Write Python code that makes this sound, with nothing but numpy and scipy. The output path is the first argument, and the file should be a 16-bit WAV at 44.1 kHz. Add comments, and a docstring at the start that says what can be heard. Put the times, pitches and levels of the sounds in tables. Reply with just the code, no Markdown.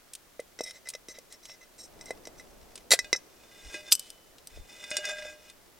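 """Steel pliers nibble at the hole in the base of a terracotta pot, outdoors on gravelly soil.
The jaws tick and grind on the clay, crumbs snap off, and one piece cracks away with a loud crunch.
The pot is let down and rings freely, the loose pliers clack, and the pot is dragged and tipped on grit.
The work is close, nearly straight ahead of a stereo microphone; behind it are rustling clothes,
dull thuds on the ground, a faint hiss and light wind on the microphone."""
import sys
import numpy as np
from scipy import signal
from scipy.fft import rfft, irfft, next_fast_len
from scipy.io import wavfile

SR = 44100
rng = np.random.default_rng(int(sys.argv[2]) if len(sys.argv) > 2 else 0)


def file_out(sig):
    """Save sig as 16-bit WAV at sys.argv[1]."""
    # one column per channel
    cols = np.atleast_2d(sig).T
    # limit, then scale
    lim = np.clip(cols, -1, 1)
    pcm = np.round(lim * 32767).astype(np.int16)
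    wavfile.write(sys.argv[1], SR, pcm)


N = 255339
T = np.arange(SR // 2) / SR  # time since a contact [s]

# Levels are relative within each table; tilts pivot at 4500 Hz.
# jaws catching the clay: (time [s], level [dB], tilt [dB/octave], attack noise [dB], top treble [dB])
BITES = [(0.395, -30.5, -11, -12, -5), (0.5894, -28, 1, -4, -3), (0.6087, -22.5, 4, -1.5, -1),
         (0.7093, -32, -3, -3, 2), (0.8724, -29.5, -8, 2, 11), (0.9365, -28, 0, 5, -5),
         (0.9504, -26, -1.5, 9, -5), (1.085, -29.5, 3.5, -1, 0), (1.1868, -32.5, 2, 12, -3.5),
         (2.011, -30, 2.5, -16, 4), (2.0578, -32.5, 12, -1, 1), (2.1069, -21.5, -8.5, 6, 14),
         (2.2532, -31.5, 4.5, 10, -10), (2.2712, -29.5, -0.5, 8, 0), (2.3975, -32.5, -5, -6, 9),
         (2.9903, -9.5, -1, 0, 0.5), (3.1294, -4, 0.5, 3, -9.5), (3.1614, -18.5, 15, 1, -14)]
# jaws sliding on the clay: (time [s], length [s], level [dB], tilt [dB/octave])
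GRINDS = [(0.589, 0.0077, -31, -3.5), (0.633, 0.01, -33.5, 11), (0.643, 0.063, -43.5, 1.5),
          (0.731, 0.054, -53, 0), (0.851, .044, -49, -5.5), (1.084, 0.04, -45, 3), (1.137, .04, -51.5, -3),
          (1.299, 0.052, -52, 1.5), (1.423, 0.058, -55, 6), (1.479, 0.069, -50.5, 2.5),
          (1.605, .037, -55.5, -3.5), (1.778, 0.045, -46, 10), (1.826, 0.031, -48.5, 17),
          (2.058, 0.045, -48, -1), (2.37, 0.03, -57, 13), (3.144, 0.0092, -30.5, -6.5)]
# dull bumps on the soil, from the pot or a foot: (time [s], level [dB], pitch [ratio])
BUMPS = [(0.3941, -22.5, 0.94), (0.6068, -18.5, 0.98), (.9485, -32.5, 0.94), (1.086, -35, 0.68),
         (1.184, -37, 0.93), (2.1065, -20.5, 1.02), (2.273, -31, 0.97), (2.917, -20.5, 0.87),
         (2.935, -16.5, 1.05), (3.129, -20, 0.76), (3.745, -37, 0.61), (4.574, -38.5, 0.88),
         (4.985, -34, 0.78), (5.253, -34.5, 1)]
# short, sharp events: (time [s], level [dB], tilt [dB/octave])
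CRUMB_SNAPS = [(0.134, -25, 3.5), (0.151, -26, 2), (0.3994, -32.5, 4), (0.708, -31.5, 1),
               (0.8874, -18, 4.5), (0.9007, -24.5, 3), (1.3242, -32, 2), (1.4538, -30, -2.5),
               (1.4944, -33.5, -10), (2.7556, -27, -1), (2.7762, -30.5, -3), (3.435, -42.5, -9.5),
               (4.3828, -39, -4.5), (5.4988, -34.5, 0.5)]  # crumbs breaking off
CRACK_JUMPS = [(2.9064, -21, 1), (2.9112, -24, -2), (2.9155, -14, -0.5), (2.9199, -14, -1),
               (2.925, -15.5, 6.5), (2.929, -25, -2.5), (2.9345, -15, -1), (2.938, -19.5, 1)]  # the crack that frees the piece
CLACKS = [(3.912, -29, 8), (3.9175, -15, 0), (3.9215, -1, 0), (3.9257, -0.5, 7.5), (3.932, -11.5, 2),
          (3.952, -14.5, 9), (3.9949, -20, 7), (4.1025, -28, 3), (4.472, -28, 4)]  # the loose pliers
STONE_KNOCKS = [(3.045, -31, -2), (3.743, -25.5, -5.5), (4.84, -29, 0.5), (4.905, -26.5, 16),
                (4.914, -19.5, -4), (4.968, -13, 5.5), (5.043, -26, -3), (5.053, -20, 3), (5.104, -56, -7),
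                (5.184, -31, -4), (5.223, -28.5, -6.5)]  # the free pot striking stones
# the rim on the soil, one stroke as it is let down, one as it is pulled and tipped: (time [s], force [dB])
DRAG_STROKES = [
    [(3.3, -73.5), (3.56, -60), (3.70, -53.5), (3.75, -45), (3.83, -61), (3.885, -52), (3.93, -64)],
    [(4.5, -65), (4.56, -57), (4.63, -70), (4.70, -56), (4.89, -51), (4.97, -42), (5.02, -52.5),
     (5.09, -36), (5.14, -51), (5.19, -48.5), (5.3, -52), (5.38, -68), (5.5, -59), (5.57, -93)],
]
# effort of the crouching worker, heard as rustling of clothes and soil: (time [s], level [dB])
EFFORT = [(0.0, -71.5), (1.71, -69.5), (2.03, -61), (3.19, -66), (3.48, -67.5), (3.74, -65.5),
          (4.01, -69.5), (4.24, -68), (5.06, -67), (5.42, -69), (5.79, -68.5)]
# low wind swells and two short, dull thuds on the ground: (peak time [s], half length [s], level [dB])
LOW_SWELLS = [(2.05, 0.17, -65), (2.58, 0.21, -62.5), (3.044, .04, -61), (3.668, .025, -48),
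              (4.585, .04, -44), (5.267, 0.081, -64)]

# modes: (frequency [Hz], level [dB], t60 [s])
GRIPPED_MODES = [(1296, -15, 0.01), (1653, -35.5, 0.21), (2535, -19.5, 0.13), (3895, -3, 0.041),
                 (4810, -14, .06), (5120, -14.5, 0.067), (5457, 0.5, 0.057), (5594, -6, 0.02),
                 (6020, -1, 0.047), (6510, -17.5, 0.071), (7300, -13, 0.055), (8230, -9.5, 0.049),
                 (9400, -35.5, .035), (11100, -32, 0.1)]  # the pot with the jaws on it, besides its wall mode
BUMP_MODES = [(340, -15.5, 0.013), (502.6, -4.5, 0.037), (635.5, -2, 0.026), (1180, -32, 0.0086)]  # damped rocking and bumps on the soil
BENDING_MODES = [(606, -9.5, 0.45), (1613, -3, 0.17)]  # the free pot flexing
UPPER_MODES = [(1010, -28, 0.15), (2014, 6, 0.056), (2508, 4.5, 0.098), (2881, -3.5, 0.27),
               (3575, 4.5, 0.098), (3920, -6, .08), (4260, -9, 0.089), (4694, -3.5, 0.096),
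               (5260, 7.5, 0.03), (5680, -5, .08), (5790, -4, 0.08), (6590, 2.5, 0.034), (7200, -4, .1),
               (8140, -3, 0.068), (8740, -18.5, .07), (9100, -31.5, 0.041), (9600, -17.5, .06),
               (10300, -17.5, 0.089)]  # the rest of the free pot's ring
PIECE_MODES = [(542, -7, 0.049), (694, -13.5, 0.047), (1600, -27, 0.2), (1996, 0, 0.088), (3890, 1, 0.037),
               (4535, -8, 0.046), (5710, 0, 0.042), (6230, -5, 0.044), (7090, -2.5, 0.05), (7340, -9, .04),
               (7260, -1, 0.045), (8700, -15, 0.032), (9880, -7, 0.029)]  # the loosening piece, squeezed in the jaws
JAW_MODES = [(2943, -2.5, 0.019), (5220, -6.5, 0.065), (6044, -2.5, 0.054), (8400, -10.5, 0.055),
             (9730, 0, 0.022), (13700, -16.5, .04)]  # the steel jaws
TIP_MODES = [(6100, -14.5, .15), (7690, -1.5, 0.076)]  # their tips
HANDLE_MODES = [(3020, 2, 0.97)]  # the handles

# spectra: (frequency [Hz], density [dB])
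CLAY_SPECTRUM = [(100, -45), (200, -14), (400, -3.5), (900, -22.5), (1300, -6), (1800, -1.5), (2800, -5.5),
                 (5500, 2), (8500, -1), (12000, -9.5), (16000, -27)]  # steel on clay
CRUMB_SPECTRUM = [(200, -21), (1000, -20), (2000, -13.5), (3000, -3), (6000, -5.5), (9000, -3),
                  (12000, -17), (16000, -24.5)]  # snapping crumbs
BREAK_SPECTRUM = [(100, -46.5), (200, -24), (320, -28.5), (550, -16), (1000, -5.5), (1900, 3.5),
                  (3000, 1.5), (4200, 10.5), (6300, -1.5), (7600, 7), (10000, 1), (12000, -5.5),
                  (16000, -14.5)]  # the running crack
METAL_SPECTRUM = [(200, -43), (700, -28.5), (1100, -5), (2000, -15), (2900, 3), (3900, -2), (5000, 7.5),
                  (6800, -3.5), (9200, 3.5), (10500, -13), (12500, -4), (16000, -25.5)]  # steel on steel
GRIT_SPECTRUM = [(90, -33), (200, -5.5), (400, 10), (1000, 0), (2500, 0), (5500, 0), (8500, 3), (11000, -8),
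                 (16000, -16.5)]  # grit under the rim
RUMBLE_SPECTRUM = [(15, 1), (35, 2.5), (75, -3), (110, -16), (250, -32), (1000, -74.5)]  # wind on the microphone and ground thuds
RUSTLE_SPECTRUM = [(60, -6.5), (150, -1.5), (350, 1.5), (650, 0), (1100, -8.5), (2500, -22.5), (6000, -23),
                   (16000, -31)]  # clothes and soil
HISS_SPECTRUM = [(200, -22), (1200, 3.5), (3000, 0), (6000, -1), (10000, -3.5), (16000, -4.5)]  # steady background


def nibbling():
    """The jaws catch and slide on the clay and crumbs snap off; the pot or a foot bumps the soil."""
    out = np.zeros(N)
    for s, db, tilt_db, crack_db, top_db in BITES:
        add(out, s, amp(db - 12) * gripped_pot(tilt_db, crack_db, top_db))
    for s, length, db, tilt_db in GRINDS:
        add(out, s, amp(db + 0.3) * grind(length, tilt_db))
    for s, db, pitch in BUMPS:
        add(out, s, amp(db - 9.5) * bump(pitch, cut_hz=244))
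    for s, db, tilt_db in CRUMB_SNAPS:
        add(out, s, amp(db - 8) * crack(CRUMB_SPECTRUM, tilt_db, t60=0.033, rise=0.0006))
    return out


def gripped_pot(tilt_db, crack_db, top_db, pitch=1):
    """The pot answers the jaws: the grip shifts its wall mode, a blunt contact mutes the top treble."""
    wall_hz = 2028 * (1 + 0.005 * rng.standard_normal())
    modes = ring([(wall_hz, 1.5, 0.062)], tilt_db) + ring(GRIPPED_MODES, tilt_db, pitch)
    blow = modes + amp(crack_db) * crack(CLAY_SPECTRUM, tilt_db, t60=0.024)
    shelf = [(6200, 0.0031), (7800, top_db)]
    return onset_unit(filtered(blow, lambda hz: amp(along(shelf, hz))))


def grind(length, tilt_db):
    """A slide of tiny slips rings and rocks the pot; light, bright slides hardly rock it."""
    stroke = (1 - np.exp(-T / (0.12 * length))) * np.exp(-(T / length) ** 6)
    slips = stroke * grains(len(T), rate=1800, spread_db=4)
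    pitch = 1 + 0.008 * rng.standard_normal()  # the modes move as the jaws reach a new spot
    pot = gripped_pot(tilt_db, crack_db=1.5, top_db=-2, pitch=pitch)
    rocking = amp(-11 - abs(tilt_db)) * driven(slips, bump(pitch=1, cut_hz=210))
    return driven(slips, pot) + rocking


def bump(pitch, cut_hz):
    """A dull, quickly damped knock on the soil, with little bass."""
    low_cut = signal.butter(3, pitch * cut_hz, "high", fs=SR, output="sos")
    return onset_unit(signal.sosfilt(low_cut, ring(BUMP_MODES, pitch=pitch)))


def fracture():
    """The crack runs in jumps; each is a burst of tiny breaks that also rings the loosening piece."""
    out = np.zeros(N)
    attack = 1 - np.exp(-T / 0.0005)
    for s, db, tilt_db in CRACK_JUMPS:
        breaks = colour(grains(len(T), rate=16000, spread_db=2), BREAK_SPECTRUM, tilt_db)
        piece = amp(-1) * onset_unit(ring(PIECE_MODES, tilt_db))
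        add(out, s, amp(db - 0.5) * attack * (breaks * decay(t60=0.053) + piece))
    return out


def clacking():
    """The slack joint lets the steel halves of the pliers strike each other and rebound."""
    out = np.zeros(N)
    for s, db, tilt_db in CLACKS:
        strike = crack(METAL_SPECTRUM, tilt_db, t60=0.013)
        tail = amp(-14.5) * crack(METAL_SPECTRUM, tilt_db, t60=0.049)
        tones = amp(-16.5) * ring(JAW_MODES) + amp(-38) * ring(TIP_MODES) + amp(-45) * ring(HANDLE_MODES)
        add(out, s, amp(db - 4.5) * (strike + tail + tones))
    # the tips meet squarely once and ping until the closing hand stills them
    shut_s, hold_s = 3.9271, 0.038
    add(out, shut_s, amp(-14.5) * ring(TIP_MODES) * np.exp(-(T / hold_s) ** 6))
    return out


def dragging():
    """Grit under the rim keeps the pot ringing, more strongly while tipped; larger stones knock it."""
    force = sum(gain_curve(stroke, outside_db=-120) for stroke in DRAG_STROKES)
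    tipped = swell(s=5.1, half_s=0.23, power=8)  # 0 seated on the rim, 1 up on its edge
    contacts = force * grains(N, rate=900, spread_db=4)
    bending = driven(contacts * amp(-7 + 10.5 * tipped), ring(BENDING_MODES))
    upper_body = ring(UPPER_MODES) + amp(3) * crack(GRIT_SPECTRUM, tilt_db=0, t60=0.016)
    scrape = amp(3) * driven(contacts, upper_body)
    grit = colour(grains(N, rate=2200, spread_db=8), GRIT_SPECTRUM)
    crunch = force * amp(-5 - 8 * tipped) * grit
    out = bending + scrape + crunch
    for s, db, tilt_db in STONE_KNOCKS:
        modes = ring(BENDING_MODES + UPPER_MODES, tilt_db)
        attack = amp(6.5) * crack(GRIT_SPECTRUM, tilt_db, t60=0.013)
        add(out, s, amp(db - 10) * onset_unit(modes + attack))
    return out


def crumbling():
    """As the weight shifts, single grains give way under the gripped pot."""
    ticks = gain_curve(EFFORT) * grains(N, rate=45, spread_db=3)
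    return amp(-5) * driven(ticks, gripped_pot(tilt_db=-1, crack_db=10.5, top_db=-3.5))


def settling():
    """Dry sand slides from under the rim as it takes the pot's weight."""
    sand = colour(grains(N, rate=6000, spread_db=5), CRUMB_SPECTRUM, tilt_db=-2.5)
    return amp(-56) * swell(s=4.04, half_s=0.09) * sand


def ground_scatter(x, spectrum, t60):
    """The rough ground returns a different diffuse tail to each side of the microphone."""
    tails = np.array([crack(spectrum, 0, t60) for side in range(2)])
    return signal.fftconvolve(x[None], tails / np.linalg.norm(tails[0]), axes=1)[:, :N]


def outdoors():
    """Light wind on the microphone, two dull ground thuds, rustling clothes and soil, and faint hiss."""
    low_gain = amp(-69.5) + sum(amp(db) * swell(s, half_s) for s, half_s, db in LOW_SWELLS)
    rumble = low_gain * stereo_noise(RUMBLE_SPECTRUM, width=0.66)
    rustle = amp(7) * gain_curve(EFFORT) * stereo_noise(RUSTLE_SPECTRUM, width=0.74)
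    hiss = amp(-60.5) * stereo_noise(HISS_SPECTRUM, width=0.72)
    return rumble + rustle + hiss


def stereo_noise(spectrum, width):
    """Noise at rms 1; width is the ratio of side to mid."""
    mid, side = rng.standard_normal((2, N))
    return colour(np.array([mid + width * side, mid - width * side]), spectrum)


def ring(modes, tilt_db=0, pitch=1):
    """Decaying modes; each contact point excites them a little differently."""
    hz, db, t60 = np.transpose(modes)[:, :, None]
    size = amp(db + tilt_db * octaves(hz) + 0.71 * rng.standard_normal(hz.shape))
    sign = rng.choice([-1, 1], hz.shape)
    return np.sum(size * sign * decay(t60) * np.sin(2 * np.pi * pitch * hz * T), axis=0)


def crack(spectrum, tilt_db, t60, rise=0.00024):
    """A crowd of damped modes, as a burst of noise; the contact takes a moment to build."""
    noise = colour(rng.standard_normal(len(T)), spectrum, tilt_db)
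    return noise * decay(t60) * (1 - np.exp(-T / rise))


def grains(n, rate, spread_db):
    """Random tiny impacts of uneven size, about rate a second, at rms 1."""
    hits = (rng.random(n) < rate / SR) * rng.choice([-1, 1], n)
    return unit(hits * amp(spread_db * np.clip(rng.standard_normal(n), -2, 2)))


def driven(contacts, body):
    """A body shaken by a run of contacts, at their level."""
    return signal.fftconvolve(contacts, body / np.linalg.norm(body))[:len(contacts)]


def decay(t60):
    """A gain that falls 60 dB in t60 seconds."""
    return amp(-60 * T / t60)


def swell(s, half_s, power=2):
    """A bell that peaks at 1 at time s; higher powers flatten its top."""
    return np.exp(-((np.arange(N) / SR - s) / half_s) ** power)


def gain_curve(points, outside_db=None):
    """One gain per sample from (time [s], level [dB]) points."""
    s, db = np.transpose(points)
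    return amp(np.interp(np.arange(N) / SR, s, db, outside_db, outside_db))


def colour(x, spectrum, tilt_db=0):
    """x given a tilted spectrum, at rms 1."""
    return unit(filtered(x, lambda hz: amp(along(spectrum, hz) + tilt_db * octaves(hz))))


def filtered(x, response):
    """x through a frequency response."""
    size = next_fast_len(x.shape[-1] + 8192)
    hz = np.fft.rfftfreq(size, 1 / SR)
    return irfft(rfft(x, size) * response(hz), size)[..., :x.shape[-1]]


def along(points, hz):
    """(frequency [Hz], level [dB]) points read on a log axis."""
    point_hz, db = np.transpose(points)
    return np.interp(np.log(hz + 1), np.log(point_hz + 1), db)


def octaves(hz):
    """Octaves from the mid-treble pivot of every tilt."""
    return np.log2(np.clip(hz, 1000, 12000) / 4500)


def amp(db):
    """Decibels to gain."""
    return 10 ** (np.asarray(db) / 20)


def unit(x):
    """Scale to rms 1."""
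    return x / np.sqrt(np.mean(x ** 2) + 1e-20)


def onset_unit(x):
    """Scale a blow so that its first 4 ms have rms 1."""
    return x / np.sqrt(np.mean(x[:SR // 250] ** 2))


def add(track, s, x):
    """Mix x in from time s."""
    part = track[max(round(s * SR), 0):][:len(x)]
    part += x[:len(part)]


def scene():
    """The work lies nearly straight ahead of two closely spaced microphone ports, over open ground."""
    work = nibbling() + crumbling() + fracture() + clacking() + dragging() + settling()
    left_lag_s = 1.2e-5  # sound reaches the left port this much later than the right
    pair = np.array([work, work])
    direct = filtered(pair, lambda hz: np.exp(1j * np.pi * left_lag_s * np.outer([-1, 1], hz)))
    near_ground = amp(-22.5) * ground_scatter(work, CRUMB_SPECTRUM, t60=0.0086)
    far_ground = amp(-32) * ground_scatter(work, GRIT_SPECTRUM, t60=0.55)
    return direct + near_ground + far_ground + outdoors()


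def record(dry):
    """The camera rounds off the highest peaks and keeps nothing above its band limit."""
    ceiling, top_hz = 0.95, 16300
    rounded = dry / (1 + np.abs(dry / ceiling) ** 6) ** (1 / 6)
    return filtered(rounded, lambda hz: 1 / np.sqrt(1 + (hz / top_hz) ** 120))


dry = scene()
out = record(dry)
file_out(out)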